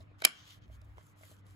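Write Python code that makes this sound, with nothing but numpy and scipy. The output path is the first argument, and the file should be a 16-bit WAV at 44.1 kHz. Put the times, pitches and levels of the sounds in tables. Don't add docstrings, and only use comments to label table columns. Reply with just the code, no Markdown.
import sys
import numpy as np
from scipy import signal
from scipy.fft import rfft, irfft, next_fast_len
from scipy.io import wavfile
from scipy.ndimage import uniform_filter1d, map_coordinates

SR = 44100
rng = np.random.default_rng(int(sys.argv[2]) if len(sys.argv) > 2 else 0)


def magnitude_from_level(level_db):
    exponent = np.asarray(level_db, float) / 20
    return 10 ** exponent


def dump(signal):
    limited = np.clip(np.atleast_2d(signal).T, -1, 1)
    pcm = np.round(limited * 32767).astype(np.int16)
    wavfile.write(sys.argv[1], SR, pcm)


N = 68355


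def unit(x):
    return x / np.sqrt(np.mean(x ** 2) + 1e-20)


def along(points, hz):
    f, v = np.transpose(points)
    return np.interp(np.log(hz + 1), np.log(f + 1), v)


def curve(rows):
    return np.interp(np.arange(N) / SR, *np.transpose(rows))


def wobble(rate):
    return map_coordinates(rng.standard_normal(N // 64), [np.arange(N) * rate / SR])


def filtered(x, response):
    n = x.shape[-1]
    size = next_fast_len(n + 4096)
    return irfft(rfft(x, size) * response(np.fft.rfftfreq(size, 1 / SR)), size)[..., :n]


def rush(source, spectrum):
    # f/Hz, likeness (1 = the same)
    alike = [(60, .85), (130, .85), (290, 0.37), (640, 0.085), (3300, .3), (4100, 0.3), (4900, .2)]

    def response(hz):
        turn = np.arccos(np.clip(along(alike, hz), -1, 1)) / 2
        return magnitude_from_level(along(spectrum, hz)) * [np.cos(turn), np.sin(turn)]

    mid, side = filtered(source, response)
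    return unit(np.array([mid + side, mid - side]))


def patchy():
    z = signal.stft(rng.standard_normal((2, N)), nperseg=512)[2]
    field = uniform_filter1d(rng.standard_normal(z.shape[1:]), size=4, axis=0)
    field = uniform_filter1d(field, size=9, axis=1)
    patch_db = 2.5
    return signal.istft(z * magnitude_from_level(patch_db * unit(field)), nperseg=512)[1][:, :N]


def background():
    # f/Hz, level/dB
    air_colour = [(20, -19), (110, -2), (400, -18), (800, -22), (1100, -18), (2300, -25), (3200, -32),
                  (16000, -71)]
    # f/Hz, level/dB, wobble rate/(1/s)
    overtones = [(297.4, -75.5, 24)]
    # t/s, level/dB
    handling = [
        (0, -54),
        (.1, -73),
        (.55, -77),
        (.7, -56),
        (.78, -55.5),
        (.9, -58.5),
        (.98, -60.5),
        (1.08, -81),
        (1.55, -67),
    ]
    # f/Hz, level/dB
    thump_colour = [(15, -29), (35, -12), (60, 6.5), (85, -1.5), (140, -51.5)]
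    t = np.arange(N) / SR
    air_db = -63
    air = magnitude_from_level(air_db) * rush(patchy(), air_colour)
    hum = 0
    for hz, db, rate in overtones:
        level = magnitude_from_level(db + 3.5 + 2.1 * wobble(rate))
        hum = hum + level * np.sin(2 * np.pi * hz * t + 0.82 * wobble(rate))
    thump = magnitude_from_level(curve(handling) + 2.5 * wobble(14)) * rush(rng.standard_normal((2, N)), thump_colour)
    return air + hum + thump


def mains():
    # t/s, f/Hz, level/dB
    hum_path = [(0.0, 97.5, -56), (0.03, 98.4, -50), (0.05, 100.8, -62.5), (0.146, 99, -57.5),
                (0.18, 96.8, -54), (0.224, 92.8, -74), (0.262, 94.2, -60), (0.292, 94.6, -77),
                (0.384, 100.6, -85), (0.5, 99.02, -62), (0.862, 101.2, -54.5), (0.958, 101.6, -58.5),
                (1.036, 99.7, -64.5), (1.264, 98.9, -56.5), (1.298, 98.9, -79), (1.32, 98.8, -57),
                (1.48, 99.2, -58), (1.55, 96.2, -55.5)]
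    s, hz, db = np.transpose(hum_path)
    phase = 2 * np.pi * np.cumsum(curve(np.c_[s, hz])) / SR
    phase = phase + .3 * wobble(9) * np.array([[1], [-1]])
    return magnitude_from_level(curve(np.c_[s, db]) + 2 + 1.5 * wobble(20)) * np.sin(phase)


def room(x):
    # f/Hz, time/s
    fade_time = [(200, .4), (1300, .5), (2700, .42), (3050, .7), (3500, .42), (12000, .22)]
    # f/Hz, level/dB
    room_colour = [(300, 7), (800, 0), (1300, 5), (2050, 3), (2400, -8), (3050, 0), (3600, -4), (8000, -8),
                   (11000, -10), (14500, -26)]
    early_db, early_t60_s, late_db, wall_delay_s = -23, .14, -27, .014
    hz, t, z = signal.stft(rng.standard_normal((2, 2, SR // 2)), SR, nperseg=256)
    colour = magnitude_from_level(along(room_colour, hz))[:, None]
    early_fade = -60 * t / early_t60_s + 0 * colour
    late_fade = -60 * t / along(fade_time, hz)[:, None]
    early, late = signal.istft(z * colour * magnitude_from_level([[early_fade], [late_fade]]), SR, nperseg=256)[1]
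    tail = magnitude_from_level(early_db) * early / np.linalg.norm(early[0])
    tail = tail + magnitude_from_level(late_db) * late / np.linalg.norm(late[0])
    delayed = np.pad(x, ((0, 0), (round(wall_delay_s * SR), 0)))
    return signal.fftconvolve(delayed, tail, axes=1)[:, :N]


def fingers():
    # start t/s, length/s, hiss level/dB, drag level/dB
    strokes = [(0, 0.038, -78, -71), (0.18, 0.09, -72.5, -61.5), (.26, 0.3, -79, -60.5),
               (0.437, 0.16, -70, -66), (0.61, 0.057, -98, -70.5), (0.704, 0.075, -75.5, -73),
               (0.837, 0.024, -80, -90), (0.886, .02, -84.5, -96), (0.956, 0.078, -79, -75),
               (1.012, 0.13, -72, -85), (1.153, 0.11, -71, -75), (1.213, 0.16, -65.5, -69),
               (1.351, 0.064, -78, -75), (1.449, 0.11, -72.5, -72.5)]
    # f/Hz, level/dB
    skin_colour = [(1000, -29.5), (3000, -12.5), (4100, -8), (5200, -11.5), (7200, -3.5), (11000, -6),
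                   (14000, -4.5), (16500, -33)]
    # f/Hz, level/dB
    drag_colour = [(400, -16), (1200, -3), (2600, -6), (3150, 3), (3700, -5), (6500, -9), (9000, -30)]
    grains_per_s, grain_db, grain_share = 810, 8.5, .4
    sharpness, rest_db = 0.89, -104
    start, length, hiss_db, drag_db = np.transpose(strokes)[..., None]
    swell = np.sin(np.pi * np.clip((np.arange(N) / SR - start) / length, 0, 1)) ** sharpness
    hiss_noise, drag_noise = patchy(), patchy()
    luck = rng.random((2, N))
    grains = (luck[0] < grains_per_s / SR) * magnitude_from_level(-grain_db * np.log(luck[1] + 0.033)) * np.sign(hiss_noise[0])
    catches = grain_share * unit(grains)
    hiss = rush(hiss_noise + catches, skin_colour)
    drag = rush(drag_noise + catches, drag_colour)
    rubbing = (np.sum(magnitude_from_level(hiss_db) * swell, 0) + magnitude_from_level(rest_db)) * hiss
    rubbing = rubbing + np.sum(magnitude_from_level(drag_db) * swell, 0) * drag
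    return magnitude_from_level(1.3 * wobble(20) + 0.3 * wobble(100)) * rubbing


def ring(modes, t, spot_hz=None):
    off_spot_db, scatter_db = 24, 1.5
    hz, db, t60 = np.transpose(modes)[..., None]
    if spot_hz:
        db = db - off_spot_db * abs(np.log2(hz / spot_hz))
    detune, scatter, shift = rng.standard_normal((3, 2, len(modes), 1))
    phase = 2 * np.pi * hz * (1 + .012 * detune) * t + .5 * shift
    tones = magnitude_from_level(db + scatter_db * scatter - 60 * t / t60) * np.sin(phase)
    return np.sum(tones, axis=1) * (1 - np.exp(-t / 0.00022))


def knocks(table, damped=1):
    # f/Hz, level/dB
    crack_colour = [(1500, -23.5), (4000, -5), (7000, -3), (11000, 1), (14000, -8.5), (17000, -29)]
    # f/Hz, level/dB, fade time/s
    rocker = [(1850, -6.5, 0.01), (2400, 0.5, 0.015), (2910, 1.5, 0.0082), (3170, 0.5, .012),
              (4650, -8, 0.016), (4980, -3, 0.0015), (5225, 0, 0.011), (6525, -11, 0.014), (7870, -3, .008),
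              (10680, -14, .008), (12700, -15, .008)]
    # f/Hz, level/dB, fade time/s
    box = [(300, -4, .03), (430, -5, .03), (520, -4, .02), (630, -3, .05), (785, -4, .025), (1000, 0, .01),
           (1250, 3, .008), (1600, 6, .008), (2050, 3, .009), (2600, 3, .006), (3900, 2, .009)]
    # f/Hz, left over right/dB
    left_over_right = [(300, 6), (650, -3.5), (1300, -1), (2900, 3), (4000, 1), (5500, -4)]
    crack_s, low_cut_hz = .003, 170
    out = np.zeros((2, N + SR))
    t = np.arange(SR // 8) / SR
    damping = magnitude_from_level(-60 * t * (damped - 1) / 0.01194)
    for s, crack_db, ring_db, box_db, spot_hz in table:
        noise = unit(filtered(rng.standard_normal(len(t)), lambda hz: magnitude_from_level(along(crack_colour, hz))))
        crack = magnitude_from_level(crack_db - 60 * t / crack_s) * noise
        plastic = magnitude_from_level(ring_db - 8) * damping * ring(rocker, t)
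        hollow = magnitude_from_level(box_db - 3.5) * ring(box, t, spot_hz)
        start = round(s * SR)
        out[:, start:start + len(t)] += crack + plastic + hollow

    def placed(hz):
        lean = magnitude_from_level(along(left_over_right, hz) / 2 * np.array([[1], [-1]]))
        return lean * (1j * hz / (low_cut_hz + 1j * hz)) ** 2

    return filtered(out[:, :N], placed)


def finger_taps():
    # t/s, crack level/dB, ring level/dB, box level/dB, struck spot f/Hz
    taps = [(.005, -55, -87, -44.5, 630), (.009, -80, -77, -51, 3900), (.115, -80, -95, -49, 430),
            (.680, -88, -59, -61, 630), (.699, -90, -86.5, -49, 630), (.8158, -56, -53, -75, 3900),
            (.8172, -56, -60.5, -56, 3900), (.821, -84, -77, -54, 630), (.9716, -66, -60.5, -50, 2600),
            (.9732, -78.5, -75, -47, 520), (.9822, -60, -55, -38, 1000), (.9828, -67, -53, -48.5, 2080),
            (.9840, -84, -75, -44.5, 478.7), (1.0118, -81.5, -64, -49.5, 1250),
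            (1.0130, -85, -80, -56, 785), (1.165, -69, -72, -57.5, 630), (1.2, -89.5, -77, -61, 2050),
            (1.211, -77, -68, -47, 630), (1.233, -59, -75, -49, 630), (1.235, -79.5, -72, -41, 1910),
            (1.24, -80, -78, -48, 1794), (1.315, -65, -64, -48, 600), (1.467, -55.5, -60, -56.5, 1250)]
    return knocks(taps, damped=2.5)


def switch_snap():
    # t/s, crack level/dB, ring level/dB, box level/dB, struck spot f/Hz
    contacts = [(.2203, -33, -36, -30, 3910), (.2215, -45, -40, -27, 1300), (.2228, -48, -43.5, -28, 1800),
                (.2218, -68.5, -59, -28.5, 600), (.2240, -61.5, -50, -35.5, 1100),
                (.2392, -58.5, -38, -37.5, 3950), (.2405, -48.5, -32.5, -42, 785),
                (.2418, -52, -25, -30.5, 2580), (.2428, -58.5, -26, -22.5, 3830),
                (.2447, -59.5, -30, -30.5, 1250), (.2465, -60, -30.5, -30.5, 800),
                (.2503, -0.5, -13, -26, 3900), (.2508, -11.5, -11.5, -18.5, 2490),
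                (.2513, -12.5, -3.5, -19, 1600), (.2526, -20.5, -14, -22, 851),
                (.2531, -15.5, -14, -16, 3890), (.2540, -17, -17.5, -21.5, 1590),
                (.2558, -26, -25.5, -26.5, 300), (.2575, -30.5, -32.5, -29, 1600),
                (.2652, -48, -33.5, -31, 2050), (.2685, -50, -32.5, -37.5, 427.1),
                (.2745, -43.5, -32.5, -29.5, 1253)]
    return knocks(contacts)


def scene():
    duck_s, duck_db, hold_s, back_s = .262, -4, .12, .16
    duck = curve([(0, 0), (duck_s - .004, 0), (duck_s, duck_db), (duck_s + hold_s, duck_db * .8),
                  (duck_s + hold_s + back_s, 0), (N / SR, 0)])
    near = switch_snap() + finger_taps()
    return magnitude_from_level(duck) * background() + mains() + fingers() + near + room(near)


def roll_off(x):
    return signal.sosfilt(signal.butter(12, 16660, fs=SR, output="sos"), x)


def record(dry):
    # f/Hz, phase/rad
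    smear_depth = [(1200, 0), (2200, 1.2), (3300, 1.2), (4100, .3), (5500, .5)]
    # f/Hz, phase/rad
    right_leads = [(130, 0), (280, .9), (650, .8), (1100, 2.2), (2800, 2.8), (3900, .3)]
    wide_hz, lag_s, in_phase_hz = 6100, 1 / 4100, 6900
    smear_hz, top_hz, full_scale = 130, 15900, .86
    knots = rng.standard_normal(400)

    def high(hz):
        return np.clip((hz - wide_hz) / 500 + .5, 0, 1)

    def treble_response(hz):
        half_lag = np.exp(1j * np.pi * lag_s * (hz - in_phase_hz))
        top = np.clip(1 - (hz - top_hz) / 700, 0, 1) ** 2
        return high(hz) * top * np.array([1 / half_lag, half_lag])

    def body_response(hz):
        random_phase = along(smear_depth, hz) * map_coordinates(knots, [hz / smear_hz])
        right = np.exp(1j * (random_phase + along(right_leads, hz)))
        return (1 - high(hz)) * np.array([1 + 0 * hz, right])

    treble = filtered(dry[0], treble_response)
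    body = filtered(dry, body_response)
    return roll_off(np.clip(body + treble, -full_scale, full_scale))


dry = scene()
out = record(dry)
dump(out)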